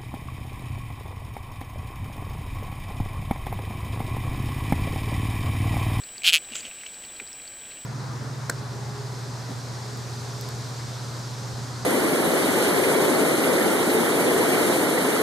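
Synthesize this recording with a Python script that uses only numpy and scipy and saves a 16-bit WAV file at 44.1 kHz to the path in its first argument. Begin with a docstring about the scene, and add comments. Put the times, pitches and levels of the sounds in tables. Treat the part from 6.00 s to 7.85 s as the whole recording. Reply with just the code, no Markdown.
"""A spiny lobster under water

The lobster rasps: its antenna bases stick and slip over ridged files, and each slip rings the shell.
It darts under a reef ledge, knocks and scrapes on the rock and stirs the sand and water.
Clicks come from the reef. Under it all lie a soft water hiss and the whine and buzz of a camera
in its housing."""
import sys
import numpy as np
from scipy import signal
from scipy.fft import rfft, irfft, next_fast_len
from scipy.io import wavfile
from scipy.ndimage import map_coordinates

SR = 44100
rng = np.random.default_rng(int(sys.argv[2]) if len(sys.argv) > 2 else 0)


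def dump(signal):
    """Clip the signal to [-1, 1] and save it as 16-bit WAV at the path in sys.argv[1]."""
    limited = np.clip(np.atleast_2d(signal).T, -1, 1)
    pcm = np.round(limited * 32767).astype(np.int16)
    wavfile.write(sys.argv[1], SR, pcm)


N = 81585

# Antenna strokes: start_s, hardest_s, end_s, level_db, start_slips_per_s, hardest_slips_per_s,
# end_slips_per_s, pitch_ratio, treble_db, extra_grit_db
ANTENNA_STROKES = [(.2455, .2882, .3145, -3, 139, 188, 132, 1.04, -2, 4),
                   (.2351, .2807, .2985, -10, 143, 163, 92, 1.04, 0, 9),
                   (.3247, .3375, .3820, -.3, 146, 191, 126, .97, 2, 0)]
# Nearby reef clicks: start_s, level_db, pitch_hz
NEAR_CLICKS = [(.0370, -26, 4530), (.0906, -28.5, 2950), (.1806, -27, 4608), (.2198, -23, 2470),
               (.6066, -27, 4600), (.7125, -29, 2600), (.7869, -32, 2730), (.8117, -30.5, 2800),
               (.8350, -24.5, 2050), (.9435, -29.5, 4460), (1.050, -35, 4520), (1.166, -34.5, 4400),
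               (1.1997, -19.5, 2450), (1.2045, -28, 2220), (1.2751, -30.5, 4700), (1.3303, -29, 5290),
               (1.4770, -28, 4550), (1.7132, -31.5, 4090), (1.7705, -31, 2820)]
# Knocks of the shell on rock: start_s, peak_db
ROCK_KNOCKS = [(0.5214, -29.5), (.5290, -32), (.5360, -27), (.5540, -19), (0.5567, -29.5), (0.651, -28),
               (.6532, -25), (0.666, -28), (.8630, -27), (0.8658, -27.5)]
# Gulps of stirred water: start_s, peak_db, pitch_hz
WATER_GULPS = [(.514, -42, 277), (0.644, -54, 270), (1.207, -46, 482), (1.210, -46.5, 280)]
# The camera's thin tones: pitch_hz, level_db, phase_jump_rad
WHINE_TONES = [(1597, -64, 0.29), (2400, -62.5, 0.66), (3173, -63.5, 1.1), (3960, -63.5, 0.18),
               (5625, -66, 0.33), (7752, -43.5, .05), (8570, -51.5, 2.4), (11530, -74.5, 1),
               (13668, -71, 1), (15488, -62, .2), (15504, -64, .2)]
# How loud the sand and legs rustle over time: time_s, level_db
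RUSTLE_LEVELS = [(.49, -57), (.525, -47.5), (.58, -45), (.625, -50), (.665, -43.5), (.70, -56),
                 (.76, -55.5), (.81, -50), (.88, -50.5), (.93, -59), (1.0, -63), (1.04, -45), (1.09, -76)]
# How loud the shell scrapes over time: time_s, level_db
SCRAPE_LEVELS = [(.545, -46), (.556, -32), (.58, -38.5), (.605, -38.5), (.625, -51), (.67, -66)]

# A colour says how strong a sound is from low to high. The sea's hiss: pitch_hz, level_db
WATER_COLOUR = [(25, -0.5), (64, -3), (250, -1.5), (680, -2.5), (950, -6.5), (1250, -6), (1700, -10),
                (2600, -5.5), (3500, -8.5), (4500, -20), (7000, -25), (10000, -37), (16000, -17)]
# The camera's buzz: pitch_hz, level_db
BUZZ_COLOUR = [(200, -19), (700, 1.5), (1050, -14.5), (1700, 1.5), (3200, -2), (5500, -5), (7000, -8.5),
               (10000, -16.5), (12000, -10.5), (16000, -28)]
# The snap that starts a click: pitch_hz, level_db
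SNAP_COLOUR = [(500, -29), (1300, -12), (2800, -4), (5000, -8), (7000, -13), (10000, -32), (16000, -40)]
# The shell ringing after one slip: pitch_hz, level_db
SHELL_COLOUR = [(60, -37.5), (300, -37.5), (680, -26.5), (930, -40), (1300, -22), (1900, -20), (2450, -3),
                (3050, -0.5), (3700, -9.5), (5000, -13.5), (5800, -17.5), (7500, -16.5), (8800, -24),
                (10800, -18.5), (13500, -31.5), (16000, -30.5)]
# Rustling sand and legs: pitch_hz, level_db
SAND_COLOUR = [(100, -18), (250, -6.5), (600, -10), (950, -26), (1800, -12), (2400, 0.5), (2900, -1.5),
               (3700, -8), (5000, -11), (8000, -17.5), (15000, -30)]
# The shell hitting rock: pitch_hz, level_db
KNOCK_COLOUR = [(100, -21), (600, -11.5), (950, -24), (1250, -8.5), (1900, -13), (2850, 5), (3700, -9),
                (5500, -14), (7500, -11.5), (9000, -32), (16000, -37)]
# The shell scraping along the ledge: pitch_hz, level_db
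LEDGE_COLOUR = [(300, -29), (2000, -13), (2850, -2), (3700, -14), (5300, -14), (6300, -5), (6850, -6),
                (7200, 5), (7600, 2.5), (8100, -4), (8600, -17.5), (15000, -33)]


def amp(db):
    """Turn decibels into a number to multiply by."""
    return 10 ** (np.asarray(db) / 20)


def unit(x):
    """Scale a sound so its average power is 1."""
    return x / np.sqrt(np.mean(x ** 2) + 1e-20)


def gains(colour, size):
    """Join a colour's points into one gain for each frequency."""
    hz, db = np.transpose(colour)
    all_hz = np.fft.rfftfreq(size, 1 / SR)
    return amp(np.interp(np.log(all_hz + 1), np.log(hz + 1), db))


def coloured(x, colour):
    """Give a sound a colour, at average power 1."""
    return unit(irfft(rfft(x) * gains(colour, len(x)), len(x)))


def ring(colour, size=2048):
    """The ring of an object with this colour after one tap, with peak 1."""
    cepstrum = irfft(np.log(gains(colour, size)))
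    # Folding the second half onto the first packs the sound right after the tap.
    cepstrum[1:size // 2] *= 2
    cepstrum[size // 2 + 1:] = 0
    ringing = irfft(np.exp(rfft(cepstrum)))
    return ringing / np.abs(ringing).max()


def burst(fade_s, size=4096):
    """A puff of noise with energy 1 that drops 60 dB in fade_s."""
    noise = rng.standard_normal(size) * amp(-60 * np.arange(size) / SR / fade_s)
    return noise / np.linalg.norm(noise)


def wobble(points_per_s):
    """A smooth curve through random points."""
    return map_coordinates(rng.standard_normal(256), [np.arange(N) * points_per_s / SR], mode="wrap")


def add(track, start_s, x):
    """Mix a sound into the track at start_s."""
    part = track[max(round(start_s * SR), 0):][:len(x)]
    part += x[:len(part)]


def with_tail(x, db, fade_s):
    """Give a sound a fresh tail of tiny random echoes."""
    tail = amp(db) * burst(fade_s)
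    tail[0] += 1
    return signal.fftconvolve(x, tail)


def grains(levels, colour, grains_per_s):
    """Many tiny random ticks that swell and fade together."""
    ticks = rng.standard_normal(N) * (rng.random(N) < grains_per_s / SR)
    level_db = np.interp(np.arange(N) / SR, *np.transpose(levels), left=-120, right=-120)
    return amp(level_db) * coloured(ticks, colour)


def water_hiss():
    """The sea hisses softly, its level wavering a little."""
    return amp(-53 + 1.5 * wobble(8.69)) * coloured(rng.standard_normal(N), WATER_COLOUR)


def camera(frame_hz=30, buzz_hz=60):
    """Thin whines skip with every picture frame, and a hiss pulses with the electronics."""
    t, whine = np.arange(N) / SR, np.zeros(N)
    for hz, db, jump_rad in WHINE_TONES:
        phase = 2 * np.pi * (hz * t + rng.random())
        skip = jump_rad * (frame_hz * t % 1)
        whine += amp(db) * np.sqrt(2) * np.sin(phase + skip + .15 * wobble(22))
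    pulse = unit(1 + .5 * np.sin(2 * np.pi * buzz_hz * t))
    return whine + amp(-52) * pulse * coloured(rng.standard_normal(N), BUZZ_COLOUR)


def reef_clicks(far_per_s=35, rise_s=.00024, tone_fade_s=.0081, snap_fade_s=.0086):
    """The reef clicks, a few times nearby and often far off: each is a snap and a short tone."""
    out, t = np.zeros(N), np.arange(2048) / SR
    far_clicks = [(when * N / SR, -38 + 6 * (strength - .5), 2200 * 2 ** octaves)
                  for when, strength, octaves in rng.random((int(far_per_s * N / SR), 3))]
    for start_s, db, hz in list(NEAR_CLICKS) + far_clicks:
        tone = np.sin(2 * np.pi * hz * t) * amp(-60 * t / tone_fade_s) * (1 - np.exp(-t / rise_s))
        snap = amp(-16.5 - 60 * t / snap_fade_s) * coloured(rng.standard_normal(len(t)), SNAP_COLOUR)
        add(out, start_s, amp(db) * with_tail(tone + snap, db=-4, fade_s=.017))
    return out


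def antenna_rasp(rise_db=10, fall_db=17.5, treble_hz=7800, echo_s=.0012):
    """Each stroke speeds up and presses harder, then eases off; every slip rings the shell."""
    out = np.zeros(N)
    for start_s, hardest_s, end_s, db, *slip_rates, pitch_ratio, treble_db, grit_db in ANTENNA_STROKES:
        stroke, t = np.zeros(N), np.arange(start_s, end_s, 1 / SR)
        stages_s = [start_s, hardest_s, end_s]
        slip_count = np.cumsum(np.interp(t, stages_s, slip_rates)) / SR
        for slip_s in np.interp(np.arange(slip_count[-1]), slip_count, t):
            stage = np.interp(slip_s, stages_s, [-1, 0, 1])
            force_db = -(rise_db if stage < 0 else fall_db) * stage ** 2 + rng.normal(0, .5)
            bright_db = treble_db + .5 * force_db  # harder slips are brighter
            shell = ring([(hz * pitch_ratio, level_db + bright_db * min(hz / treble_hz, 1) ** 2)
                          for hz, level_db in SHELL_COLOUR])
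            slip = amp(db + force_db) * with_tail(shell, db=grit_db - 12, fade_s=.0064)  # rough grit
            add(stroke, slip_s, with_tail(slip, db=-15.5, fade_s=.016))  # the shell's loose ring
            add(stroke, slip_s + echo_s, amp(-23) * slip)  # echo off the nearby rock
        out += with_tail(stroke, db=-10.5, fade_s=.021)[:N]  # the ledge scatters the sound
    return out


def sand_rustle():
    """Legs and stirred sand rustle as the lobster darts away."""
    return grains(RUSTLE_LEVELS, SAND_COLOUR, grains_per_s=1500)


def water_gulps(rise_s=.0048, fade_s=.062, sag_per_s=14.8):
    """Stirred water makes soft, low pulses that sag in pitch."""
    out, t = np.zeros(N), np.arange(SR // 6) / SR
    for start_s, db, hz in WATER_GULPS:
        phase = 2 * np.pi * np.cumsum(hz * np.exp(-sag_per_s * t)) / SR
        swell = (1 - np.exp(-t / rise_s)) ** 2 * amp(-60 * t / fade_s)
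        add(out, start_s, amp(db) * swell / swell.max() * np.sin(phase))
    return out


def shell_knocks():
    """The shell hits the rock and rings briefly."""
    out, shell = np.zeros(N), ring(KNOCK_COLOUR)
    for start_s, db in ROCK_KNOCKS:
        knock = with_tail(shell, db=6, fade_s=.014)
        add(out, start_s, amp(db) * knock / np.abs(knock).max())
    return out


def shell_scrape():
    """The shell drags along the ledge with a bright, grainy scratch."""
    return grains(SCRAPE_LEVELS, LEDGE_COLOUR, grains_per_s=4000)


def scene():
    """Mix everything; the housing carries nearly the same sound to both microphones."""
    rasp = antenna_rasp()
    rest = water_hiss() + camera() + reef_clicks()
    rest += sand_rustle() + water_gulps() + shell_knocks() + shell_scrape()
    width = signal.fftconvolve(amp(-35) * rasp + amp(-49) * rest, burst(fade_s=.0048))[:N]
    return np.array([rasp + rest + width, rasp + rest - width])


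def record(dry, top_hz=15830):
    """The camera keeps no sound higher than top_hz."""
    size = next_fast_len(N + 8192)
    kept = np.fft.rfftfreq(size, 1 / SR) < top_hz
    return irfft(rfft(dry, size) * kept, size)[:, :N]


dry = scene()
out = record(dry)
dump(out)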